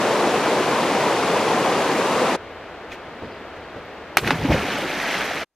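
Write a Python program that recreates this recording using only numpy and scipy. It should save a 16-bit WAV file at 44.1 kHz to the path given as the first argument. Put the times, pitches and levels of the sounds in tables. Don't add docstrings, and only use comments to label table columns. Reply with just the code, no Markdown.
import sys
import numpy as np
from scipy.fft import rfft, irfft, next_fast_len
from scipy.io import wavfile
from scipy.ndimage import map_coordinates

SR = 44100
rng = np.random.default_rng(int(sys.argv[2]) if len(sys.argv) > 2 else 0)


def unload_audio(sound):
    columns = np.transpose(np.atleast_2d(sound))
    steps = np.round(np.clip(columns, -1, 1) * 32767)
    wavfile.write(sys.argv[1], SR, steps.astype(np.int16))


N = 244975

POOL_START_S, POOL_END_S = 2.354, 5.435
ENTRY_S, COLLAPSE_S = 4.176, 4.498

# frequency_hz, coherence
AHEAD = [(100, .9995), (300, 1), (1400, .9995), (2600, 1), (3200, 0.99), (6820, 0.29), (10000, -0.41),
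         (15000, -0.34)]
# frequency_hz, density_db
CRACK_SPECTRUM = [(100, -28), (400, -15), (750, 1.5), (2300, -3.5), (3500, -7.5), (5500, -14.5),
                  (8500, -25), (12000, -10), (16000, -30.5)]
TORN_SPECTRUM = [(80, -30), (250, -12), (800, 2.5), (2400, 1.5), (4000, -5), (6000, -11), (8000, -19.5),
                 (13000, -21), (16000, -33)]
# pitch_hz, level_db, t60_s
CRACK_MODES = [(3100, -15.5, .018), (3380, -20, .018), (5440, -22.5, 0.029), (8400, -23.5, 0.026),
               (11250, -22, 0.03), (11700, -25, .028), (12600, -28, .024)]
# start_s, level_db, pocket_pitch_hz, pocket_t60_s, crack_relative_db, torn_relative_db, foam_cutoff_hz
SLAPS = [(4.1704, 3.5, 1350, 0.0083, -4.5, -19.5, 20000), (4.1714, -7, 770, 0.0079, -3, -31, 20000),
         (4.1733, 0, 2330, 0.0075, -6.5, -34, 19000), (4.1805, -18.5, 2500, .012, -8, -1.5, 14000),
         (4.2465, -18, 1900, .012, -10, -16, 4500), (4.2737, -14, 1500, 0.0046, -4, -18, 20000),
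         (4.2765, -8, 2010, 0.0056, -5, -19, 11000), (4.3064, 0, 1760, 0.0082, -7, -22, 6500),
         (4.3073, -6, 840, 0.012, -6, -17, 6500), (4.5057, -10, 190, .014, -20, -30, 1500)]


def slaps():
    crack_noise = stereo(white(), CRACK_SPECTRUM, [(1000, 1.0), (3000, 0.89), (12000, 0.5)])
    torn_noise = stereo(white(), TORN_SPECTRUM, AHEAD)
    first_s = SLAPS[0][0]
    out = sum(amp(db) * damped_mode(first_s, hz, t60) for hz, db, t60 in CRACK_MODES)
    for s, db, pocket_hz, t60, crack_db, torn_db, cutoff_hz in SLAPS:
        crack = amp(crack_db) * decay(s, t60=0.0057, attack=0.00011) * crack_noise
        torn = amp(torn_db) * decay(s, t60=0.07, attack=0.00085) * torn_noise
        hiss = filtered(crack + torn, lambda hz: 1 / (1 + (hz / cutoff_hz) ** 4))
        ring = damped_mode(s, pocket_hz, t60)
        pocket = filtered(ring, lambda hz: 1j * hz / (1j * hz + .22 * pocket_hz))
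        out = out + amp(db) * (hiss - pocket)
    return out


# start_s, level_db, pitch_hz, life_cycles
GULPS = [(4.182, -14.5, 368, 10.5), (4.272, -18.5, 152, 11), (4.312, -17.5, 273, 16),
         (4.328, -17.5, 148, 11), (4.385, -21, 104, 11), (4.425, -17, 130, 9.2), (4.447, -11, 268, 18),
         (4.485, -12, 145, 9.3), (4.499, -9, 70, 6.5), (4.526, -15, 162, 11), (4.544, -15, 500, 30),
         (4.649, -16.5, 271, 15), (4.786, -16.5, 545, 16), (5.309, -17.5, 686, 22)]


def gulps():
    t = clock()
    return sum(amp(db) * bubble(np.clip((t - s) * hz / cycles, 0, 1), cycles, rise=0.22)
               for s, db, hz, cycles in GULPS)


# frequency_hz, density_db
CHURN_SPECTRUM = [(25, -37), (70, -22.5), (155, -4.5), (280, 3), (420, -2), (600, -7), (900, -8),
                  (2000, -40)]
SURGE_SPECTRUM = [(20, -22), (45, -14), (72, -1.5), (100, -6.5), (150, 2), (220, -13), (500, -48.5)]
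# peak_s, level_db, settling_s, spray_relative_db
HEAVES = [(4.276, -29, 0.13, -2), (4.441, -29, 0.086, -5.5), (4.513, -21.5, 0.05, -8)]
FOAM_RISE_S = 0.014


def cavity():
    heave = power_sum(amp(db) * swell(s, settle) for s, db, settle, _ in HEAVES)
    foam = decay(COLLAPSE_S, t60=4.5, attack=FOAM_RISE_S)
    glugs = bubbles(4.1, POOL_END_S, 102.4, 1536, cycles=9.3, spread_db=3, rise=.25, count=2000)
    churn_level = power_sum([amp(-2.5) * heave, amp(-32.5) * foam])
    surge_level = power_sum([heave, amp(-40.5) * foam])
    churn = stereo(glugs + white(), CHURN_SPECTRUM, AHEAD)
    surge = stereo(white(), SURGE_SPECTRUM, coherence=[(100, 1)])
    return churn_level * churn + surge_level * surge


# frequency_hz, density_db
DROP_SPECTRUM = [(150, -21), (450, -0.5), (700, 1.5), (1050, -3), (1500, 1.5), (2300, -0.5), (3200, -5.5),
                 (4500, -12.5), (6300, -16.5), (8000, -32), (12000, -49)]
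MIST_SPECTRUM = [(4000, -25), (7500, -0.5), (10000, -4), (13200, -4), (15000, -17)]
# peak_s, level_db, half_width_s
SHOWERS = [(4.73, -34.5, 0.095), (5.136, -30.5, 0.21), (5.16, -32.5, 0.043)]
SPRAY_LAG_S = 0.014


def spray():
    thrown = power_sum(amp(db + spray_db) * swell(s + SPRAY_LAG_S, settle)
                       for s, db, settle, spray_db in HEAVES)
    shower = power_sum(amp(db) * gaussian(s, half) for s, db, half in SHOWERS)
    foam = decay(COLLAPSE_S, t60=35, attack=FOAM_RISE_S)
    entry_puff = amp(-42) * decay(ENTRY_S, t60=1.5, attack=.005)
    impacts = bubbles(4.1, POOL_END_S, 600, 12000, cycles=2.4, spread_db=2, rise=0, count=11000)
    plinks = bubbles(4.1, POOL_END_S, 400, 7070, cycles=24.4, spread_db=2.5, rise=0.29, count=8000)
    patter = stereo(impacts + plinks + white(), DROP_SPECTRUM, AHEAD)
    mist = stereo(white() * amp(1.6 * wobble(60)), MIST_SPECTRUM, AHEAD)
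    patter_level = power_sum([thrown, shower, amp(-32) * foam])
    mist_level = power_sum([entry_puff, amp(-14) * shower, amp(-46) * foam])
    return patter_level * patter + mist_level * mist


# frequency_hz, density_db
RAPIDS_SPECTRUM = [(30, -31), (55, -28), (100, -13), (180, -5.5), (300, -3), (470, 0.5), (700, -3.5),
                   (1000, -3.5), (1350, -9), (2400, -13.5), (4000, -20.5), (8000, -29.5), (12000, -39.5),
                   (14500, -64)]
# frequency_hz, coherence
NEAR_WIDE = [(40, 0.99), (150, 1), (500, 0.99), (1000, 1), (1400, 0.98), (3100, 0.78), (6000, 0.29),
             (9000, -0.49), (13000, -0.86)]


def rapids():
    end_s = POOL_START_S + .1
    burble = bubbles(0, end_s, 151.4, 6990, cycles=13.8, spread_db=1, rise=0.22, count=14000)
    gurgle = bubbles(0, end_s, 231, 1248, cycles=48, spread_db=1, rise=0.058, count=380)
    roar = white()
    water = roar + amp(-7) * burble + amp(-17.5) * gurgle
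    return amp(-20.5) * leftward(stereo(water, RAPIDS_SPECTRUM, NEAR_WIDE))


# frequency_hz, density_db
JETTY_SPECTRUM = [(30, -17), (80, 2), (150, -4.5), (260, -1), (550, -1.5), (900, -13), (3000, -24),
                  (9000, -56)]
SOLE_SPECTRUM = [(300, -14), (1200, -2), (2500, 6), (3600, -5), (6500, -13), (9000, -25), (14000, -26)]
# start_s, level_db, t60_s
STEPS = [(2.902, -33, .02), (3.08, -37, 0.061), (3.218, -29.5, 0.43), (3.562, -35, 0.079),
         (3.757, -30.5, 0.24)]
# peak_s, level_db, half_width_s
SCUFFS = [(2.93, -44, 0.005), (2.933, -41, 0.029), (3.565, -50, .01)]


def footsteps():
    thuds = sum(amp(db) * decay(s, t60, attack=0.003) for s, db, t60 in STEPS)
    scrapes = sum(amp(db) * gaussian(s, half) for s, db, half in SCUFFS)
    thud_noise = stereo(white(), JETTY_SPECTRUM, AHEAD)
    scrape_noise = stereo(white(), SOLE_SPECTRUM, AHEAD)
    return thuds * thud_noise + scrapes * scrape_noise


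# pitch_hz, relative_db, t60_s
RAIL_MODES = [(950, -4, .014), (2430, 3, 0.016), (3240, -1.5, 0.03), (6440, -19, .04)]
# frequency_hz, density_db
CONTACT_SPECTRUM = [(150, -8), (600, 0), (1500, -2), (2700, 0), (4200, -14), (12000, -28)]
# start_s, level_db
KNOCKS = [(2.918, -32), (2.92, -31), (2.9252, -36)]


def ladder_rail():
    ring = sum(amp(db + mode_db) * damped_mode(s, hz, t60)
               for s, db in KNOCKS for hz, mode_db, t60 in RAIL_MODES)
    contact = sum(amp(db) * decay(s, t60=0.008, attack=.0002) for s, db in KNOCKS)
    return ring + amp(-3) * contact * stereo(white(), CONTACT_SPECTRUM, AHEAD)


# frequency_hz, density_db
FAR_RAPIDS_SPECTRUM = [(25, -21), (70, -6.5), (115, -10), (260, -4), (420, -1), (620, -1), (1000, -6.5),
                       (1500, -7), (2300, -12.5), (3200, -18), (5000, -30.5), (7000, -38), (11000, -52),
                       (15000, -53)]
# frequency_hz, coherence
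FAR_WIDE = [(80, .997), (200, 0.93), (400, 0.96), (1900, 1), (3100, .7), (4300, -0.1), (7000, 0),
            (9500, -0.69), (14000, -0.043)]


def far_rapids():
    return amp(-37) * leftward(stereo(white(), FAR_RAPIDS_SPECTRUM, FAR_WIDE))


# pitch_hz, level_db
HUM_TONES = [(54, -59.5), (81, -56)]


def hum():
    return sum(amp(db) * np.sin(2 * np.pi * hz * clock() + 0.55 * wobble(4)) for hz, db in HUM_TONES)


# peak_s, level_db, pitch_hz
CHIRPS = [(3.25, -56, 4550), (3.325, -51, 4550), (3.375, -57, 4550), (3.48, -59, 4500), (3.64, -56, 4400)]


def bird():
    calls = 0
    for s, db, hz in CHIRPS:
        t = clock() - s
        falling_tone = np.sin(2 * np.pi * hz * t * (1 - 0.57 * t))
        calls = calls + amp(db) * gaussian(s, half_width=.02) * falling_tone
    return calls * wobble(1100)


def insect():
    level_db = -78.5 + 3 * wobble(70)
    pitch_hz = 13001 + 25 * wobble(50)
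    return amp(level_db) * np.sin(2 * np.pi * np.cumsum(pitch_hz) / SR)


# frequency_hz, density_db
HUSH_SPECTRUM = [(30, 0), (100, -4), (750, -3), (3800, -15), (14000, -24)]
CRICKET_HZ = 6340


def clearing():
    cricket = amp(-96) * wobble(200) * np.sin(2 * np.pi * CRICKET_HZ * clock())
    return amp(-83) * stereo(white(), HUSH_SPECTRUM, FAR_WIDE) + cricket


def bubble(age, cycles, rise):
    turns = cycles * age
    envelope = (1 - np.exp(-2 * turns)) * 100. ** -age * (1 - age ** 4)
    return envelope * np.sin(2 * np.pi * turns * (1 + rise * age / 2))


def bubbles(start_s, end_s, low_hz, high_hz, cycles, spread_db, rise, count):
    when, pitch, life, size, side = rng.random((count, 5)).T
    hz = (np.sqrt(low_hz) + pitch * (np.sqrt(high_hz) - np.sqrt(low_hz))) ** 2
    turns = np.clip(cycles, 1, 40) * (.5 + life)
    gain = hz ** .75 * amp(-spread_db * np.log(size + .01))
    length = (turns / hz * SR).astype(int) + 1
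    owner = np.repeat(np.arange(count), length)
    step = np.arange(len(owner)) - (np.cumsum(length) - length)[owner]
    wave = gain[owner] * bubble(step / length[owner], turns[owner], rise)
    onset = ((start_s + when * (end_s - start_s)) * SR).astype(int) + 2 * N * (side > .5)
    swarms = np.bincount(onset[owner] + step, wave, 4 * N).reshape(2, -1)[:, :N]
    return unit_rms(swarms) * np.sqrt((end_s - start_s) / (N / SR))


def damped_mode(s, hz, t60):
    return decay(s, t60, attack=.0001) * np.sin(2 * np.pi * hz * (clock() - s))


# frequency_hz, difference_db
LEFT_BIAS = [(200, 0.5), (700, 1), (1300, 1.5), (2400, 1.5), (8000, .5), (14000, -0.5)]


def leftward(x):
    lead_s = 13e-6
    half = np.array([[.5], [-.5]])
    return filtered(x, lambda hz: amp(half * curve(LEFT_BIAS, hz))
                    * np.exp(2j * np.pi * hz * half * lead_s))


def stereo(pair, spectrum, coherence):
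    def response(hz):
        angle = np.arccos(np.clip(curve(coherence, hz), -1, 1)) / 2
        side_gain = np.tan(np.minimum(angle, np.pi / 2.5))
        return amp(curve(spectrum, hz)) * np.array([np.ones_like(hz), side_gain])
    mid, side = filtered(pair, response)
    return unit_rms(np.array([mid + side, mid - side]))


def decay(s, t60, attack):
    t = np.maximum(clock() - s, 0)
    return amp(np.maximum(-60 * t / t60, -200)) * (1 - np.exp(-t / attack))


def swell(s, settle):
    t = clock() - s
    rise_s = 0.49 * settle
    return np.exp(-(np.minimum(t, 0) / rise_s) ** 2 - np.maximum(t, 0) / settle)


def gaussian(s, half_width):
    return np.exp(-((clock() - s) / half_width) ** 2)


def after(s, fade):
    return np.clip((clock() - s) / fade + .5, 0, 1)


def power_sum(envelopes):
    return np.sqrt(sum(e ** 2 for e in envelopes))


def filtered(x, response):
    size = next_fast_len(N + 8192)
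    return irfft(rfft(x, size) * response(np.fft.rfftfreq(size, 1 / SR)), size)[..., :N]


def white():
    return rng.standard_normal((2, N))


def wobble(rate):
    return map_coordinates(rng.standard_normal(size=2048), [clock() * rate], mode="mirror")


def curve(points, hz):
    knots_hz, values = np.transpose(points)
    return np.interp(np.log(hz + 1), np.log(knots_hz + 1), values)


def amp(db):
    return 10 ** (np.asarray(db) / 20)


def unit_rms(x):
    return x / np.sqrt(np.mean(x ** 2) + 1e-20)


def clock():
    return np.arange(N) / SR


def scene():
    splash = slaps() + (cavity() + gulps() + spray()) * after(ENTRY_S, fade=.008)
    pool = far_rapids() + hum() + insect() + bird() + footsteps() + ladder_rail() + splash
    at_pool = after(POOL_START_S + 0.0059, fade=0.015)
    at_clearing = after(POOL_END_S + 0.0066, fade=0.015)
    waterside = rapids() * (1 - at_pool) + pool * at_pool
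    return waterside * (1 - at_clearing) + clearing() * at_clearing


def record(dry):
    band_limit_hz = 15300
    clipped = dry / (1 + np.abs(dry) ** 8) ** (1 / 8)
    return filtered(clipped, lambda hz: 1 / np.sqrt(1 + (hz / band_limit_hz) ** 80))


dry = scene()
out = record(dry)
unload_audio(out)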